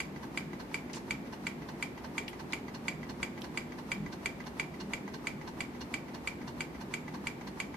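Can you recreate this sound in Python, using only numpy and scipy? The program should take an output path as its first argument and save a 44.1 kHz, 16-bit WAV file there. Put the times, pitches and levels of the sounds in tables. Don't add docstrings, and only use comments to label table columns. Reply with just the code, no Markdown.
import sys
import numpy as np
from scipy import signal
from scipy.fft import rfft, irfft
from scipy.io import wavfile

SR = 44100
rng = np.random.default_rng(int(sys.argv[2]) if len(sys.argv) > 2 else 0)


def ratio_of_db(decibels):
    return 10 ** (np.asarray(decibels, float) / 20)


def store_wav(level_fs):
    pcm = np.round(np.clip(np.atleast_2d(level_fs), -1, 1) * 32767)
    wavfile.write(sys.argv[1], SR, pcm.T.astype(np.int16))


N = 342216

SIDES = np.array([[1], [-1]])
STIFF_RING_S, SOFT_RING_S = 0.085, 0.045
TICK_UNEVEN_DB, KNOCK_UNEVEN_DB, TAP_UNEVEN_DB = 1.5, 2.2, 2.5


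def at_hz(points, hz):
    table_hz, values = np.transpose(points)
    return np.interp(np.log(hz + 1), np.log(table_hz + 1), values)


def stereo_noise(shape_db):
    # f/Hz, likeness (1 = the same)
    likeness = [(25, 0.57), (60, 0.93), (130, 0.96), (290, 0.92), (640, 0.55), (1410, -0.15),
                (3100, 0.0077), (6820, -0.072), (15000, 0.055)]
    # f/Hz, level/dB
    lean = [(60, -2), (110, -2.5), (200, 0.0), (380, 0), (700, 1.5), (1290, 0.0), (2380, -1.5), (4400, -1),
            (8120, 5), (15000, -4)]
    hz = np.arange(len(shape_db)) * SR / N
    alike = np.clip(at_hz(likeness, hz), -1, 1)
    mid, side = rfft(rng.standard_normal((2, N)))
    pair = np.sqrt(1 + alike) * mid + SIDES * np.sqrt(1 - alike) * side
    out = irfft(pair * ratio_of_db(shape_db + SIDES * at_hz(lean, hz) / 2), N)
    return out / np.sqrt(np.mean(out ** 2))


def room_tone():
    # f/Hz, level/dB per Hz
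    floor = [(15, -50), (30, -29), (60, -12.5), (103, -10.5), (148, -5), (245, -2), (614, -14), (881, -13),
             (1380, -21.5), (2030, -21), (3080, -30.5), (4680, -34.5), (8400, -43.5), (15000, -41.5)]
    # f/Hz, width/Hz, level/dB
    room_modes = [(56.6, 15, 7.5), (73, 11.3, 5.5), (156, 20, 8), (175, 7.4, -4), (198.5, 8.2, 9.5),
                  (287.3, 22, 4), (351.7, 19, 6.5), (409, 11, 3.5)]
    # f/Hz, level/dB
    hum_lines = [(240, -52.5)]
    # t/s, level/dB
    surges = [(.45, 5), (1.2, 4), (1.75, 2), (2.92, 4), (3.44, 2), (4.02, 8), (5.4, 1), (6.5, 2.5),
              (7.56, 4)]
    floor_db, rest_db, surge_s = -43.5, -1.5, 0.1
    hz, t = np.arange(N // 2 + 1) * SR / N, np.arange(N) / SR
    boost_db = sum(level_db / (1 + (2 * (hz - centre) / width) ** 2) for centre, width, level_db in room_modes)
    tone = ratio_of_db(floor_db) * stereo_noise(at_hz(floor, hz) + boost_db)
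    rumble = irfft(rfft(tone) * (hz > 130) * (hz < 230), N)
    swell_db = rest_db + sum(level_db * np.exp(-((t - s) / surge_s) ** 2) for s, level_db in surges)
    hum = sum(ratio_of_db(level_db + 2.5) * np.sin(2 * np.pi * line_hz * t) for line_hz, level_db in hum_lines)
    return tone + rumble * (ratio_of_db(swell_db) - 1) + hum


def strokes(turn, rows):
    power = 0
    for angle, peak_db, rise_db, fall_db in rows:
        since = (turn - angle) % 1
        drop_db = np.minimum(fall_db * since, rise_db * (1 - since))
        power = power + ratio_of_db(peak_db - drop_db) ** 2
    return np.sqrt(power)


def rubbing(turn):
    # crank angle/turn, peak level/dB, rise/dB per turn, fall/dB per turn
    scuffs = [
        (.03, -46, 236, 82),
        (.46, -53, 119, 149),
        (0.623, -48.5, 290, 139),
        (.95, -52.5, 110, 64),
    ]
    # crank angle/turn, peak level/dB, rise/dB per turn, fall/dB per turn
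    puffs = [
        (.001, -54, 330, 144),
        (.65, -67, 65, 75),
        (.92, -68.5, 60, 40),
    ]
    # f/Hz, level/dB per Hz
    scuff_colour = [(700, 3.5), (1200, 2), (2200, -1), (3500, -6.5), (6000, -7.5), (7500, -23.5),
                    (10000, -18)]
    # f/Hz, level/dB per Hz
    hiss_colour = [(3000, -20), (6000, 3.5), (9000, 2), (12000, -1.5), (14500, -12), (15500, -20)]
    hz = np.arange(N // 2 + 1) * SR / N
    scuff = strokes(turn, scuffs) * stereo_noise(at_hz(scuff_colour, hz))
    hiss = strokes(turn, puffs) * stereo_noise(at_hz(hiss_colour, hz))
    return scuff + hiss


def strike(modes, longest_s, spread, rise_s):
    t = np.arange(SR // 8) / SR
    hz, level_db, t60, pan_db = np.transpose(modes)[:, :, None, None]
    rise_s = np.reshape(rise_s, (-1, 1, 1))
    t60 = np.minimum(t60, longest_s * (2000 / hz) ** 1.5)
    slip = spread * hz / 4000 * rng.standard_normal(hz.shape)
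    start = np.pi * rng.uniform(-1, 1, hz.shape) * np.minimum(rise_s * 700, 1) ** 2
    swing = np.sin(2 * np.pi * hz * t + start + SIDES * slip)
    fade = ratio_of_db(level_db + SIDES * pan_db / 2 - 60 * t / t60)
    return -fade * (1 - np.exp(-t / rise_s)) * swing


def blows(times, peaks_db, modes, uneven_db):
    out = np.zeros((2, N + SR))
    share = ratio_of_db(uneven_db * rng.standard_normal((len(times), len(modes))))
    for s, peak_db, weights in zip(times, peaks_db, share):
        at = round(s * SR)
        out[:, at:at + modes.shape[2]] += ratio_of_db(peak_db) * np.tensordot(weights, modes, 1)
    return out[:, :N]


def cracks(times, peaks_db, t60, edges_hz):
    gain, t = np.zeros(N + SR), np.arange(SR // 8) / SR
    for s, peak_db in zip(times, peaks_db):
        at = round(s * SR)
        gain[at:at + len(t)] += ratio_of_db(peak_db - 60 * t / t60) * (1 - np.exp(-t / 0.0019))
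    band = signal.butter(4, edges_hz, "band", fs=SR, output="sos")
    mid, side = rng.standard_normal((2, N))
    return signal.sosfilt(band, gain[:N] * (mid + 0.88 * side * SIDES))


def scrapes(times, peaks_db):
    return cracks(times, peaks_db - 10.5, t60=0.03, edges_hz=(1340, 6970))


def ticks(times, peaks_db):
    # f/Hz, level/dB, t60/s, left over right/dB
    crank = [(917, -8, 0.039, -0.5), (1575, -7.5, 0.017, -4), (2025, -8, 0.025, -11),
             (2245, -11.5, 0.014, -23), (2220, -2.5, 0.02, 4), (2328, -2, 0.045, 2), (1102, -8, 0.031, -4),
             (2754, -18, 0.026, 9), (2800, -15, 0.01, -32.5), (3045, -22, 0.048, 11.5),
             (3364, -14, 0.019, -16), (3230, -19, 0.063, -13), (4200, -22, 0.012, -23),
             (4600, -17, 0.016, -26), (4806, -17.5, 0.023, 22.5), (5500, -24.5, 0.013, -9),
             (6270, -13, .02, 0), (6566, -16.5, 0.06, 21), (7070, -9.5, 0.028, 10), (7493, -8, 0.042, 15.5),
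             (7880, -12, 0.048, -8), (8290, -31, 0.04, 19), (8840, -17, 0.034, 10), (9630, -18.5, 0.03, 22),
             (9300, -12.5, 0.03, 10)]
    # f/Hz, build-up time/s
    crank_rise = [(900, 0.004), (1540, 0.00064), (1960, 0.0012), (2450, 0.000093), (3600, 0.00047),
                  (4700, 0.002), (7000, 0.0013), (10000, 0.0011)]
    rise_s = at_hz(crank_rise, np.array(crank)[:, 0])
    ring = strike(crank, STIFF_RING_S, spread=1.0, rise_s=rise_s)
    snap = cracks(times, peaks_db - 18.5, t60=0.034, edges_hz=(900, 10000))
    shiver = cracks(times, peaks_db - 22.5, t60=0.16, edges_hz=(1810, 2520))
    return blows(times, peaks_db - 2.5, ring, TICK_UNEVEN_DB) + snap + shiver


def tocks(times, peaks_db):
    # f/Hz, level/dB, t60/s, left over right/dB
    displacer = [(870, -4, 0.04, -4), (980, 1.5, 0.017, 5), (1204, -3.5, 0.029, -4), (1610, -7.5, 0.044, 7),
                 (2000, -1, 0.033, -11), (2216, -3.5, 0.017, 14.5), (2770, -16, 0.027, -9),
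                 (3200, -12, 0.023, -13), (3930, -14, 0.022, -4), (4550, -8.5, 0.027, -6),
                 (5570, -28, 0.017, 10), (6400, -15, 0.04, 31)]
    ring = strike(displacer, SOFT_RING_S, spread=0.69, rise_s=0.0013)
    late_s = 0.0005 * rng.standard_normal(len(times))
    return blows(times + late_s, peaks_db - 3.5, ring, KNOCK_UNEVEN_DB) + scrapes(times, peaks_db - 2.0)


def taps(tap_s, end_s):
    # f/Hz, level/dB, t60/s, left over right/dB
    can_wall = [(819, -6, 0.028, -9), (904, -2, 0.049, -2), (1000, -14, 0.07, -1), (1168, 0.5, 0.021, -3),
                (1500, -12, 0.017, -2), (1860, -11, 0.023, 0), (2690, -19, 0.018, 2), (4200, -11, .01, -2),
                (5900, -17, .01, 3)]
    # t/s from the next tick, level/dB
    take_up = [
        (-.035, -53),
        (-.028, -41.5),
        (-.017, -51.5),
        (-.007, -44),
    ]
    ring = strike(can_wall, SOFT_RING_S, spread=0.36, rise_s=0.00104)
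    out = blows(tap_s, -49 + 2 * rng.standard_normal(len(tap_s)), ring, TAP_UNEVEN_DB)
    for before_s, level_db in take_up:
        peaks_db = level_db + rng.standard_normal(len(end_s))
        out += blows(end_s + before_s, peaks_db, ring, TAP_UNEVEN_DB)
    return out


def knocks(times, edge_db):
    # f/Hz, level/dB, t60/s, left over right/dB
    diaphragm = [(660, -5.5, 0.048, 8), (896, -3, 0.11, -5), (1113, 0, 0.031, 3), (1610, -3.5, 0.02, -16),
                 (1960, -13, 0.046, -3), (2600, -31, 0.014, -5), (2864, -11.5, 0.026, -11),
                 (3140, -22.5, 0.036, 16), (3620, -18, 0.048, -31), (4170, -6, 0.04, -6),
                 (4370, -15.5, 0.062, -29), (4620, -11.5, 0.029, 16), (5080, -12, 0.061, -15),
                 (5630, -9, 0.047, 24), (6170, -9, 0.063, 5), (6400, -29.5, 0.053, 10)]
    # t/s after the knock, level/dB
    bounces = [
        (-.004, -10),
        (0, -2),
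        (.004, -1),
        (.011, -8),
    ]
    ring = strike(diaphragm, SOFT_RING_S, spread=0.24, rise_s=0.0014)
    dull, bright = ring[:5], ring[5:]
    body_db = -39 + 0.3 * rng.standard_normal(len(times))
    out, scrape_s, scrape_db = np.zeros((2, N)), [], []
    for after_s, level_db in bounces:
        at = times + after_s
        out += blows(at, body_db + level_db, dull, KNOCK_UNEVEN_DB)
        out += blows(at, edge_db + level_db - 1.0, bright, KNOCK_UNEVEN_DB)
        scrape_s = np.append(scrape_s, at)
        scrape_db = np.append(scrape_db, edge_db + level_db)
    return out + scrapes(scrape_s, scrape_db)


def engine():
    # tick t/s, tick peak level/dB, tock level/dB, knock's bright edge level/dB
    turns = [(0.0024, -24, -37.5, -44), (0.3742, -24, -37.5, -38.5), (0.743, -24.5, -40, -38),
             (1.1076, -24, -47, -39.5), (1.4679, -24.5, -40.5, -39.5), (1.8255, -23.5, -38.5, -40.5),
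             (2.1802, -22.5, -38.5, -39), (2.5324, -23.5, -37, -35.5), (2.8818, -22, -36, -34.5),
             (3.2292, -22.5, -37.5, -37), (3.574, -23, -37.5, -41), (3.917, -22.5, -36.5, -35.5),
             (4.2582, -22, -36.5, -37), (4.597, -22.5, -43.5, -32.5), (4.9346, -23.5, -36, -34),
             (5.2701, -24, -39.5, -36.5), (5.6054, -24, -45, -32), (5.9401, -23.5, -45, -36),
             (6.274, -24, -42, -36), (6.6061, -23.5, -43, -39), (6.9387, -23.5, -35.5, -39),
             (7.2698, -23.5, -38, -36.5), (7.6009, -24, -38.5, -38)]
    tick_s, tick_db, tock_db, edge_db = np.transpose(turns)
    period = np.diff(tick_s, append=2 * tick_s[-1] - tick_s[-2])
    end_s = tick_s + period
    contacts = ticks(tick_s, tick_db)
    contacts += tocks(tick_s + 0.426 * period, tock_db)
    contacts += taps(tick_s + 0.535 * period, end_s)
    contacts += knocks(tick_s + 0.613 * period, edge_db)
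    turn = np.interp(np.arange(N) / SR, np.append(tick_s, end_s[-1]), np.arange(len(tick_s) + 1))
    return contacts, rubbing(turn)


def strays():
    # t/s, peak level/dB, centre f/Hz, width/Hz, t60/s
    clicks = [(0.9312, -36, 5500, 6000, 0.032), (0.9328, -35, 5300, 2500, .041),
              (.9382, -37, 2300, 1300, 0.045), (.9452, -39, 4600, 7000, .14),
              (.9582, -39, 6100, 3600, 0.09), (2.2794, -33, 4800, 2200, 0.013),
              (2.2796, -32, 3160, 700, 0.023), (2.2798, -33, 2150, 700, 0.023),
              (2.2832, -46, 10400, 8000, 0.11), (2.5241, -26, 3600, 4000, 0.005),
              (3.4101, -50, 10900, 7000, .14), (3.4184, -32, 3750, 2600, 0.009),
              (4.4394, -45, 3250, 1500, .021)]
    out, t = np.zeros((2, N)), np.arange(SR // 8) / SR
    for s, peak_db, hz, width, t60 in clicks:
        edges_hz = [max(hz - width / 2, 200), hz + width / 2]
        band = signal.butter(3, edges_hz, "band", fs=SR, output="sos")
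        mid, side = rng.standard_normal((2, len(t)))
        burst = signal.sosfilt(band, (mid + 0.74 * side * SIDES) * ratio_of_db(-60 * t / t60))
        at = round(s * SR)
        out[:, at:at + len(t)] += ratio_of_db(peak_db) * burst / np.abs(burst).max()
    return out


def alcove(x):
    # left delay t/s, right delay t/s, level/dB
    echoes = [(.0021, .0024, -12), (.0036, .0039, -8), (.0062, .0058, -12), (.012, .0116, -16),
              (.0195, .0200, -19)]
    # delay t/s, level/dB
    far_echoes = [(.0425, -20), (.0495, -21)]
    # level/dB, t60/s
    tail_parts = [
        (-26.5, 0.13),
        (-33.5, 0.57),
    ]
    t = np.arange(SR // 2) / SR
    fade = sum(ratio_of_db(level_db - 60 * t / t60) for level_db, t60 in tail_parts)
    tail = rng.standard_normal((2, len(t))) * fade * np.minimum(t / 0.0008, 1) / 4
    response = signal.lfilter(*signal.butter(1, 15000, fs=SR), tail)
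    far = np.zeros(len(t))
    for s, level_db in far_echoes:
        far[round(s * SR)] = ratio_of_db(level_db)
    response += signal.sosfilt(signal.butter(4, 2900, fs=SR, output="sos"), far)
    response[:, 0] = 1
    for left_s, right_s, level_db in echoes:
        response[[0, 1], [round(left_s * SR), round(right_s * SR)]] += ratio_of_db(level_db)
    return signal.oaconvolve(x, response, axes=1)[:, :N]


def scene():
    contacts, rub = engine()
    return alcove(contacts + strays()) + rub + room_tone()


def band_limit(x):
    return signal.sosfilt(signal.butter(12, 15780, fs=SR, output="sos"), x)


def record(dry):
    top_cut = signal.cheby2(16, 70, 15170, fs=SR, output="sos")
    mix = signal.sosfilt(top_cut, dry)
    return band_limit(mix)


dry = scene()
out = record(dry)
store_wav(out)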